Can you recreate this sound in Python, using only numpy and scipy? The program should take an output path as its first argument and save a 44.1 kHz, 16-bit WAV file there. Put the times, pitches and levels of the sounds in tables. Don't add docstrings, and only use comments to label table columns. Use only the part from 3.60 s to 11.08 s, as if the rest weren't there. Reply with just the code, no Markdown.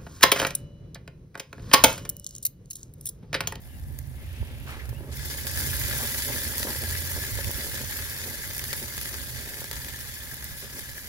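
import sys
import numpy as np
from scipy import signal
from scipy.fft import rfft, irfft
from scipy.io import wavfile
from scipy.ndimage import uniform_filter1d, map_coordinates

SR = 44100
rng = np.random.default_rng(int(sys.argv[2]) if len(sys.argv) > 2 else 0)


def transcribe(signal):
    frames = np.atleast_2d(signal).T
    limited = np.clip(frames, -1, 1)
    pcm = np.round(limited * 32767).astype(np.int16)
    wavfile.write(sys.argv[1], SR, pcm)


N = 329868
TIME = np.arange(N) / SR
HZ = np.fft.rfftfreq(N, 1 / SR)


def gain_of(db):
    return 10 ** (np.asarray(db) / 20)


def evened(x):
    return x / np.sqrt(np.mean(x ** 2) + 1e-20)


def read(points, hz, axis=1):
    points = np.asarray(points)
    return np.interp(np.log(hz + 1), np.log(points[:, 0] + 1), points[:, axis])


def follow(rows):
    return np.interp(TIME, *np.transpose(rows))


def add(mix, start_s, sound):
    part = mix[:, round(start_s * SR):][:, :sound.shape[1]]
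    part += sound[:, :part.shape[1]]


def flutter(rate_hz):
    spectrum = rfft(rng.standard_normal(N)) / (1 + (HZ / rate_hz) ** 2)
    return evened(irfft(spectrum, N))


def split(x, hz):
    return [signal.sosfilt(signal.butter(2, hz, kind, fs=SR, output="sos"), x) for kind in ("low", "high")]


def swell(start_s, swell_s, steepness):
    out, first = np.zeros(N), int(max(start_s, 0) * SR)
    u = TIME[:min(N - first, int(10 * swell_s * SR))] / swell_s
    out[first:first + len(u)] = (u * np.exp(1 - u)) ** steepness
    return out


def swells(rows, steepness):
    return sum(gain_of(db) * swell(start_s, swell_s, steepness) for start_s, db, swell_s in rows)


# pitch_hz, likeness (0-1)
SIZZLE_SAME = [(100, 0.98), (600, 0.91), (1150, 0.71), (1800, 0.99), (2500, 0.26), (4000, 0.37), (7000, 0),
               (11000, 0.08), (16000, .03)]
LAG_S = 7 / SR


def ports(x, same):
    size = x.shape[1]
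    hz = np.fft.rfftfreq(size, 1 / SR)
    right, other = rfft(x)
    likeness = np.clip(read(same, hz), 0, 1)
    left = likeness * right + np.sqrt(1 - likeness ** 2) * other
    left = left * np.exp(-2j * np.pi * hz * LAG_S)
    return irfft(np.array([left, right]), size)


# pitch_hz, width_hz, lift_db
BOWL = [(396, 124, 7.5), (565, 145, 11), (889, 140, 9), (1672, 340, 10), (2004, 504, 7.5), (2760, 190, -4),
        (3514, 270, 3.5), (4700, 340, 2.5), (6760, 130, 4.5)]


def bowl_db(hz):
    return sum(lift_db / (1 + (2 * (hz - f) / width) ** 2) ** 1.39 for f, width, lift_db in BOWL)


# pitch_hz, left_db, right_db
SIZZLE_COLOUR = [(151, -17, -4.5), (313, -13.5, -9.5), (730, -15, -18.5), (1220, -9, -10.5),
                 (2280, -4.5, -9.5), (5320, -2, -3), (5900, -2.5, -5), (7140, -9.5, 0), (8400, -5.5, -8.5),
                 (10030, 1.5, -1.5), (12200, 0.2, 1), (15000, -11, 1.5), (16800, -1.5, -2)]


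def grill_response(size=2048):
    hz = abs(np.fft.fftfreq(size, 1 / SR))
    colour_db = np.array([read(SIZZLE_COLOUR, hz, axis=1), read(SIZZLE_COLOUR, hz, axis=2)])
    log_gain = np.log(gain_of(colour_db + bowl_db(hz)))
    return np.fft.ifft(np.exp(np.conj(signal.hilbert(log_gain)))).real[:, :size // 2]


def through_bowl(x, ring):
    return signal.oaconvolve(x, ring, axes=1)[:, :N]


# pitch_hz, left_db, right_db
YARD_COLOUR = [(150, 11, 10), (250, 6.5, 7), (440, -5, -4), (780, -0.5, -3), (1450, -15, -19),
               (1700, -5, -12), (2300, -8, -22), (2820, -10, -12), (4000, -14, -28), (7200, -25, -27),
               (8360, -16, -26), (9700, -4.5, -11), (12500, -12, -10), (15500, -23, -12)]


def yard(level_db=-51.5, flicker_db=1.9):
    colour = gain_of([read(YARD_COLOUR, HZ, axis=1), read(YARD_COLOUR, HZ, axis=2)])
    noise = ports(rng.standard_normal((2, N)) * gain_of(flicker_db * flutter(30)), SIZZLE_SAME)
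    return evened(irfft(rfft(noise) * colour, N)) * gain_of(level_db)


# pitch_hz, level_db
DRONE_LINES = [(67, -48.5), (86, -45.5), (118, -60), (141, -52.5)]
# time_s, level_db
DRONE_SWELL = [(0, -6.5), (.5, 3), (2.3, -0.5), (3.6, 3.5), (4.6, 0), (7.4, -34)]


def drone(trim_db=-1, waver_hz=1.27, left_db=-3, right_db=2.0):
    lines = np.zeros(N)
    for hz, db in DRONE_LINES:
        strength = gain_of(db + 4.4 * flutter(2.1))
        turns = np.cumsum(hz + waver_hz * flutter(4.3)) / SR
        lines += strength * np.sin(2 * np.pi * turns)
    return lines * gain_of(follow(DRONE_SWELL) + trim_db) * gain_of([[left_db], [right_db]])


# pitch_hz, level_db
BREEZE_COLOUR = [(15, -44), (30, -24), (48, -6), (65, 1.5), (86, -3), (102, -9), (125, -2.5), (145, -9.5),
                 (175, -27), (260, -21), (600, -67)]
# pitch_hz, likeness (0-1)
BREEZE_SAME = [(30, 0.27), (70, 0.36), (200, 0.81)]


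def eddies(depth):
    noise = ports(rng.standard_normal((2, N)), BREEZE_SAME)
    rumble = irfft(rfft(noise) * gain_of(read(BREEZE_COLOUR, HZ * depth)), N)
    return rumble / np.sqrt(uniform_filter1d((rumble ** 2).mean(0), size=6000))


# time_s, level_db
BREEZE = [(0, -47.5), (.22, -37), (.85, -38), (1.45, -37), (1.8, -38.5), (2.3, -35), (2.8, -41),
          (4.2, -38.5), (4.7, -44.5), (5.6, -40), (6.6, -43), (7.48, -47.5)]
# start_s, level_db, swell_s
GUSTS = [(.79, -25.5, 0.022), (1.27, -33, 0.029), (2.19, -33, 0.044), (3.27, -33, 0.035),
         (3.53, -29, 0.023), (3.71, -28.5, .035), (3.84, -29.5, 0.029), (3.94, -32, 0.017),
         (6.14, -34.5, 0.026)]


def breeze(left_db=-4, right_db=1.5, lumpy_db=1.5, gust_depth=1.18):
    steady = eddies(1) * gain_of(follow(BREEZE) + lumpy_db * flutter(5.7))
    gusts = eddies(gust_depth) * swells(GUSTS, steepness=3.2)
    return (steady + gusts) * gain_of([[left_db], [right_db]])


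# pitch_hz, level_db
RUSTLE_COLOUR = [(100, -36), (185, -6.5), (230, 3.5), (290, -3), (400, -6.5), (600, -10.5), (1000, -17),
                 (1600, -19), (4000, -37)]
# time_s, level_db
RUBBING = [(0, -58), (1.4, -50), (2.5, -44), (3.3, -44), (4.2, -45.5), (5, -50), (5.9, -48.5), (6.6, -60),
           (7.48, -58.5)]
# start_s, level_db, swell_s
NUDGES = [(1.39, -49, 0.015), (2.39, -33.5, 0.034), (2.68, -37, 0.032), (3.03, -34.5, 0.05),
          (3.21, -37.5, 0.024), (4.635, -41, 0.041), (5.2, -42.5, .028), (7.015, -41, 0.02),
          (7.11, -46, 0.053)]


def rustle(trim_db=-2.5, rough_db=3.0, uneven_db=2.0):
    drive = ports(rng.standard_normal((2, N)) * gain_of(rough_db * flutter(50)), SIZZLE_SAME)
    colour = gain_of(read(RUSTLE_COLOUR, HZ) + 0.68 * bowl_db(HZ))
    sound = irfft(rfft(drive) * colour, N)
    rubbing = gain_of(follow(RUBBING) + uneven_db * flutter(2.5))
    strength = np.hypot(rubbing, swells(NUDGES, steepness=3.1))
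    return evened(sound) * strength * gain_of(trim_db) * gain_of([[-1], [1]])


# start_s, level_db, pitch_hz, swell_s
KNOCKS = [(.63, -51, 300, .006), (1.072, -47, 1100, 0.0045), (1.40, -42, 294, 0.013),
          (2.38, -42, 935, 0.031), (2.678, -38.5, 850, 0.011), (3.045, -41.5, 323, 0.025),
          (3.074, -38.5, 860, 0.018), (3.225, -42, 704, 0.0048), (7.022, -46, 400, 0.011)]


def knocks(trim_db=-2, grit_db=5.0, size=9000):
    out, t = np.zeros((2, N)), np.arange(size) / SR
    for start_s, db, hz, swell_s in KNOCKS:
        bumps = gain_of(grit_db * evened(uniform_filter1d(rng.standard_normal(size), size=150)))
        noise = ports(rng.standard_normal((2, size)) * bumps, SIZZLE_SAME)
        resonant = signal.lfilter(*signal.iirpeak(hz, 1.4, SR), noise)
        knock = split(resonant, 2 * hz)[0]
        push = t / swell_s * np.exp(1 - t / swell_s)
        add(out, start_s, evened(knock) * gain_of(db + trim_db) * push)
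    return out


# start_s, level_db, pitch_hz
THUDS = [(.828, -35, 470), (1.329, -31, 380), (1.407, -34, 328), (1.748, -32, 520), (2.335, -30, 520),
         (3.002, -29.5, 480), (3.158, -30, 448), (3.5647, -28.5, 520), (3.5778, -28, 440),
         (3.7885, -27, 490), (3.7904, -28, 560), (3.8748, -34, 520), (3.894, -27.5, 480),
         (3.9064, -31, 600), (4.067, -31, 520), (4.142, -33, 520), (4.238, -32, 480), (4.666, -33, 400),
         (6.018, -31.5, 520)]
# pitch_hz, level_db, t60_s
THUD_RING = [(556, -20.5, 0.2), (885, -11.5, 0.031)]


def thuds(cycles=0.5, size=5000):
    out, t = np.zeros((2, N)), np.arange(size) / SR
    ring = sum(gain_of(db - 60 * t / t60_s) * np.sin(2 * np.pi * f * t) for f, db, t60_s in THUD_RING)
    for start_s, db, hz in THUDS:
        push = np.sin(2 * np.pi * hz * t) * np.exp(-(t * hz / cycles) ** 2 / 2)
        thud = gain_of(db) * (push + ring)
        late = np.interp(t - LAG_S, t, thud)
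        add(out, start_s, np.array([late, thud]))
    return out


# start_s, level_db, swell_s, pitch_hz (at full speed), width_hz
STROKES = [(.06, -65, 0.047, 2950, 600), (.52, -51, 0.32, 2500, 2100), (1.064, -41, 0.036, 1390, 2110),
           (1.188, -44, 0.016, 1950, 700)]
STROKE_SAG = 0.29


def scrape(trim_db=-1, rough_db=1.0, skirt_db=-7):
    drive = ports(rng.standard_normal((2, N)) * gain_of(rough_db * flutter(98)), SIZZLE_SAME)
    out = np.zeros((2, N))
    for start_s, db, swell_s, hz, width_hz in STROKES:
        speed = swell(start_s, swell_s, steepness=0.89)
        pitch_hz = hz * (1 - STROKE_SAG * (1 - speed))
        turn = np.exp(2j * np.pi * np.cumsum(pitch_hz) / SR)
        r = np.exp(-np.pi * width_hz / SR)
        broad = signal.lfilter([1 - r], [1, -r], drive / turn)
        narrow = signal.lfilter([1 - r], [1, -r], broad)
        rasp = (turn * (narrow + gain_of(skirt_db) * broad)).real
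        out += evened(rasp) * speed * gain_of(db + trim_db)
    return split(out, 9800)[0]


# start_s, length_s, level_db, first_pitch_hz, last_pitch_hz
SQUEAKS = [(.075, .055, -62, 3060, 2980), (.11, .075, -62, 2650, 2980), (.52, 0.17, -60, 2230, 2080),
           (.735, 0.065, -57, 2580, 2680), (1.329, 0.07, -55.5, 2560, 2930)]


def squeaks(jitter_hz=70):
    out, wobble_hz = np.zeros((2, N)), jitter_hz * flutter(114)
    for start_s, length_s, db, first_hz, last_hz in SQUEAKS:
        u = np.clip((TIME - start_s) / length_s, 0, 1)
        turns = np.cumsum(first_hz + (last_hz - first_hz) * u + wobble_hz) / SR
        out += gain_of(db) * np.sin(np.pi * u) * np.sin(2 * np.pi * turns)
    return out


def burst(snap, spray_s, echo_db, echo_s, size=2600):
    t = np.arange(size) / SR
    fade = np.exp(-t / spray_s) + gain_of(echo_db) * np.exp(-t / echo_s)
    x = rng.standard_normal((2, size)) * fade
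    x /= np.linalg.norm(x, axis=1, keepdims=True)
    x[0, 0] += snap
    x[1, rng.integers(2, 20)] += snap * rng.choice([-1, 1])
    return x


def crackle(per_s, spread_db, count=24):
    out = np.zeros((2, N))
    for hz in np.geomspace(1800, 14000, count):
        gap, sign, size = rng.random((2000, 3)).T
        at = (np.cumsum(-np.log(1 - gap)) * count / per_s * SR).astype(int)
        height_db = spread_db * np.minimum(-np.log(1 - size), 3.5)
        height = np.sign(sign - .5) * gain_of(height_db)
        grain = burst(snap=.7, spray_s=.0008, echo_db=-11, echo_s=.007)
        pitched = signal.lfilter(*signal.iirpeak(min(hz, SR / 2.5), 2, SR), grain)
        grain = evened(grain + 1.1 * pitched)
        for start, h in zip(at[at < N], height):
            add(out, start / SR, h * grain)
    return evened(out)


def simmer(ring, level_db=-60):
    ticks = through_bowl(crackle(per_s=70, spread_db=3), ring)
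    return evened(split(ticks, 9100)[1]) * gain_of(level_db)


# start_s, level_db (over the first 3 ms), low_body_db (relative to the high part), spray_s
SPITS = [(0.3885, -30.5, -13, .0006), (0.4728, -46, -19, .0012), (0.8719, -49, -9, .002),
         (1.083, -46, -8, .002), (1.104, -44, -12, .002), (1.2555, -46, -6, .003), (1.2926, -39, -9, .004),
         (1.5701, -34, -14, .004), (1.594, -37, -15, .002), (1.656, -31.5, -17, .004),
         (1.712, -37, -3, .002), (1.775, -35, -10, .002), (1.8688, -25.5, -6, .003),
         (1.9125, -29, -15, .004), (1.9738, -30, -2, .002), (2.0101, -26, -11, .0006),
         (2.1674, -24.5, -22, .001), (2.5455, -32, 2, .0015), (2.8861, -29.5, -16, .001),
         (2.9812, -23.5, -14, .0006), (3.0297, -26, 0, .0016), (3.2374, -32, 1, .001),
         (3.3105, -29, -10, .001), (3.5163, -29, -14, .0003), (3.8445, -33, 3, .0015),
         (3.9139, -25, -21, .0002), (4.069, -31, -16, .0005), (4.31, -31, -16, .0007),
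         (4.498, -32, -12, .0015), (4.9663, -30, -22, .001), (4.9806, -26, -13, .0009),
         (4.9934, -29, -3, .0015), (5.0402, -28, -7, .002), (5.1298, -26.5, -1, .005),
         (5.2275, -32, -6, .003), (5.3685, -32, -12, .002), (5.3797, -31, -2, .0015),
         (5.4133, -28.5, -6, .0013), (5.4568, -35, 1, .002), (5.542, -35, 2, .003),
         (6.0428, -32, -4, .0015), (6.1128, -28, -4, .003), (6.1303, -33, -5, .004),
         (6.1655, -35, -5, .003), (6.2465, -39, 2, .001), (6.3959, -36, -12, .0015),
         (6.7429, -31.5, -18, .0005), (6.8255, -39, 1, .003), (6.8428, -27.5, -19, .003),
         (7.192, -33, -7, .003)]


def spits(ring, trim_db=-0.5, size=140):
    out = np.zeros((2, N))
    for start_s, db, low_db, spray_s in SPITS:
        scatter_db = np.interp(low_db, [-20, -5], [-20, -16])
        pop = ports(burst(snap=.45, spray_s=spray_s, echo_db=scatter_db, echo_s=.006), SIZZLE_SAME)
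        low, high = split(signal.fftconvolve(pop, ring, axes=1), 3200)
        high = split(high, np.interp(low_db, [-20, -6], [8200, 3000]))[1]
        low, high = low / np.std(low[:, :size]), high / np.std(high[:, :size])
        add(out, start_s, gain_of(db + trim_db) * (high - gain_of(low_db) * low))
    return out


# start_s, lift_db, swell_s
STRENGTH_CHANGES = [(1.64, 2.5, 0.015), (1.70, 3.5, 0.017), (1.77, 3, 0.015), (1.96, 2, 0.045),
                    (2.19, 0, 0.052), (2.48, 0.5, 0.048), (4.3, 2, 0.032), (5.15, 2.2, 0.027),
                    (5.37, 1.5, 0.056), (6.109, 1.5, 0.027), (6.2, 1, 0.023), (6.81, -0.5, 0.017),
                    (7.16, 3, 0.02), (7.36, 3, .015)]
TOUCH_S = 1.487
SETTLE_S, SETTLE_DB = 1.867, 3.3


def frying_db(idle_db, caught_db, full_db, catch_s, spread_s, drying_db_per_s):
    stages_s = TOUCH_S + np.cumsum([0, catch_s, spread_s])
    stage_db = np.interp(TIME, stages_s, [idle_db, caught_db, full_db])
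    dried_db = drying_db_per_s * np.maximum(TIME - stages_s[-1], 0)
    unsettled_db = np.interp(TIME, [stages_s[1], SETTLE_S], [0, SETTLE_DB], right=0)
    change_db = sum(db * swell(start_s, swell_s, steepness=1.1) for start_s, db, swell_s in STRENGTH_CHANGES)
    return stage_db - unsettled_db - dried_db + change_db


# idle_db, caught_db, full_db, catch_s, spread_s, drying_db_per_s
BUBBLING = (-65.5, -49.5, -43, 0.08, 0.7, 1.85)


def pops(ring, trim_db=-3.5):
    rain = ports(crackle(per_s=90, spread_db=4.0), SIZZLE_SAME)
    hollow = split(through_bowl(rain, ring), 2420)[0]
    return evened(hollow) * gain_of(trim_db + frying_db(*BUBBLING))


# extra_path_s (varied by a fifth at each port), strength_db
MIRRORS = [(.0006, -19), (.0013, -12.5), (.0024, 2.5), (.0052, 1)]


def reflections(x, sway_s=.0001):
    out = x.copy()
    for path_s, db in MIRRORS:
        for port in range(2):
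            delay_s = path_s * rng.uniform(.8, 1.2) + sway_s * flutter(0.91)
            out[port] += gain_of(db) * map_coordinates(x[port], [(TIME - delay_s) * SR], order=2)
    return out


def patchy(x, patchy_db=1.64, size=512):
    z = signal.stft(x, nperseg=size, noverlap=size * 3 // 4)[2]
    patches = rng.standard_normal(z.shape[1:])
    patches = uniform_filter1d(patches, size=5, axis=0)
    patches = evened(uniform_filter1d(patches, size=9, axis=1))
    return signal.istft(z * gain_of(patchy_db * patches), nperseg=size, noverlap=size * 3 // 4)[1][:, :N]


# idle_db, caught_db, full_db, catch_s, spread_s, drying_db_per_s
SPATTER = (-61.5, -40.3, -33.2, 0.045, 0.6, 2.05)
# idle_db, caught_db, full_db, catch_s, spread_s, drying_db_per_s
FIZZ = (-59.5, -44, -32, 0.18, 0.45, 2.5)
# start_s, level_db, swell_s
JETS = [(1.545, -38, .018), (1.6, -44, .02), (1.645, -35.5, .012), (1.692, -42, .015), (1.805, -38.5, .008),
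        (4.94, -41, .025), (6.67, -44.5, .022), (6.735, -44.5, .012)]


def sizzle(ring, crackle_db=-1, tick_db=-5, flicker_db=0.5, spatter_db=-4.0, fizz_db=2.0, bubbling_db=3.5):
    steam = rng.standard_normal((2, N)) * gain_of(flicker_db * flutter(40))
    drive = patchy(evened(steam) + gain_of(crackle_db) * crackle(per_s=1100, spread_db=4.0))
    coarse, fine = split(through_bowl(ports(drive, SIZZLE_SAME), ring), 2800)
    middle, top = split(fine, 8200)

    bubbling_level_db = bubbling_db + frying_db(*BUBBLING) + 1.5 * flutter(69)
    bubbling = evened(coarse) * gain_of(bubbling_level_db)

    spatter_level_db = spatter_db + frying_db(*SPATTER) + 0.81 * flutter(16)
    spatter = evened(reflections(middle)) * gain_of(spatter_level_db)

    tiny = split(through_bowl(crackle(per_s=270, spread_db=3.9), ring), 14000)[1]
    fizz_level_db = fizz_db + frying_db(*FIZZ) + 1.0 * flutter(20)
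    fizz = evened(evened(top) + gain_of(tick_db) * evened(tiny)) * gain_of(fizz_level_db)

    hiss = split(through_bowl(rng.standard_normal((2, N)), ring), 11000)[1]
    jets = evened(hiss) * swells(JETS, steepness=1.8)
    return bubbling - spatter + fizz + jets


def scene():
    ring = grill_response()
    background = yard() + drone() + breeze()
    handling = rustle() + knocks() + thuds() + scrape() + squeaks()
    frying = simmer(ring) + spits(ring) + pops(ring) + sizzle(ring)
    return background + handling + frying


EDGE_HZ = 15820


def record(dry):
    low_pass = signal.firwin(701, EDGE_HZ, window=("kaiser", 8), fs=SR)
    return signal.oaconvolve(dry, low_pass[None], "same", axes=1)


dry = scene()
out = record(dry)
transcribe(out)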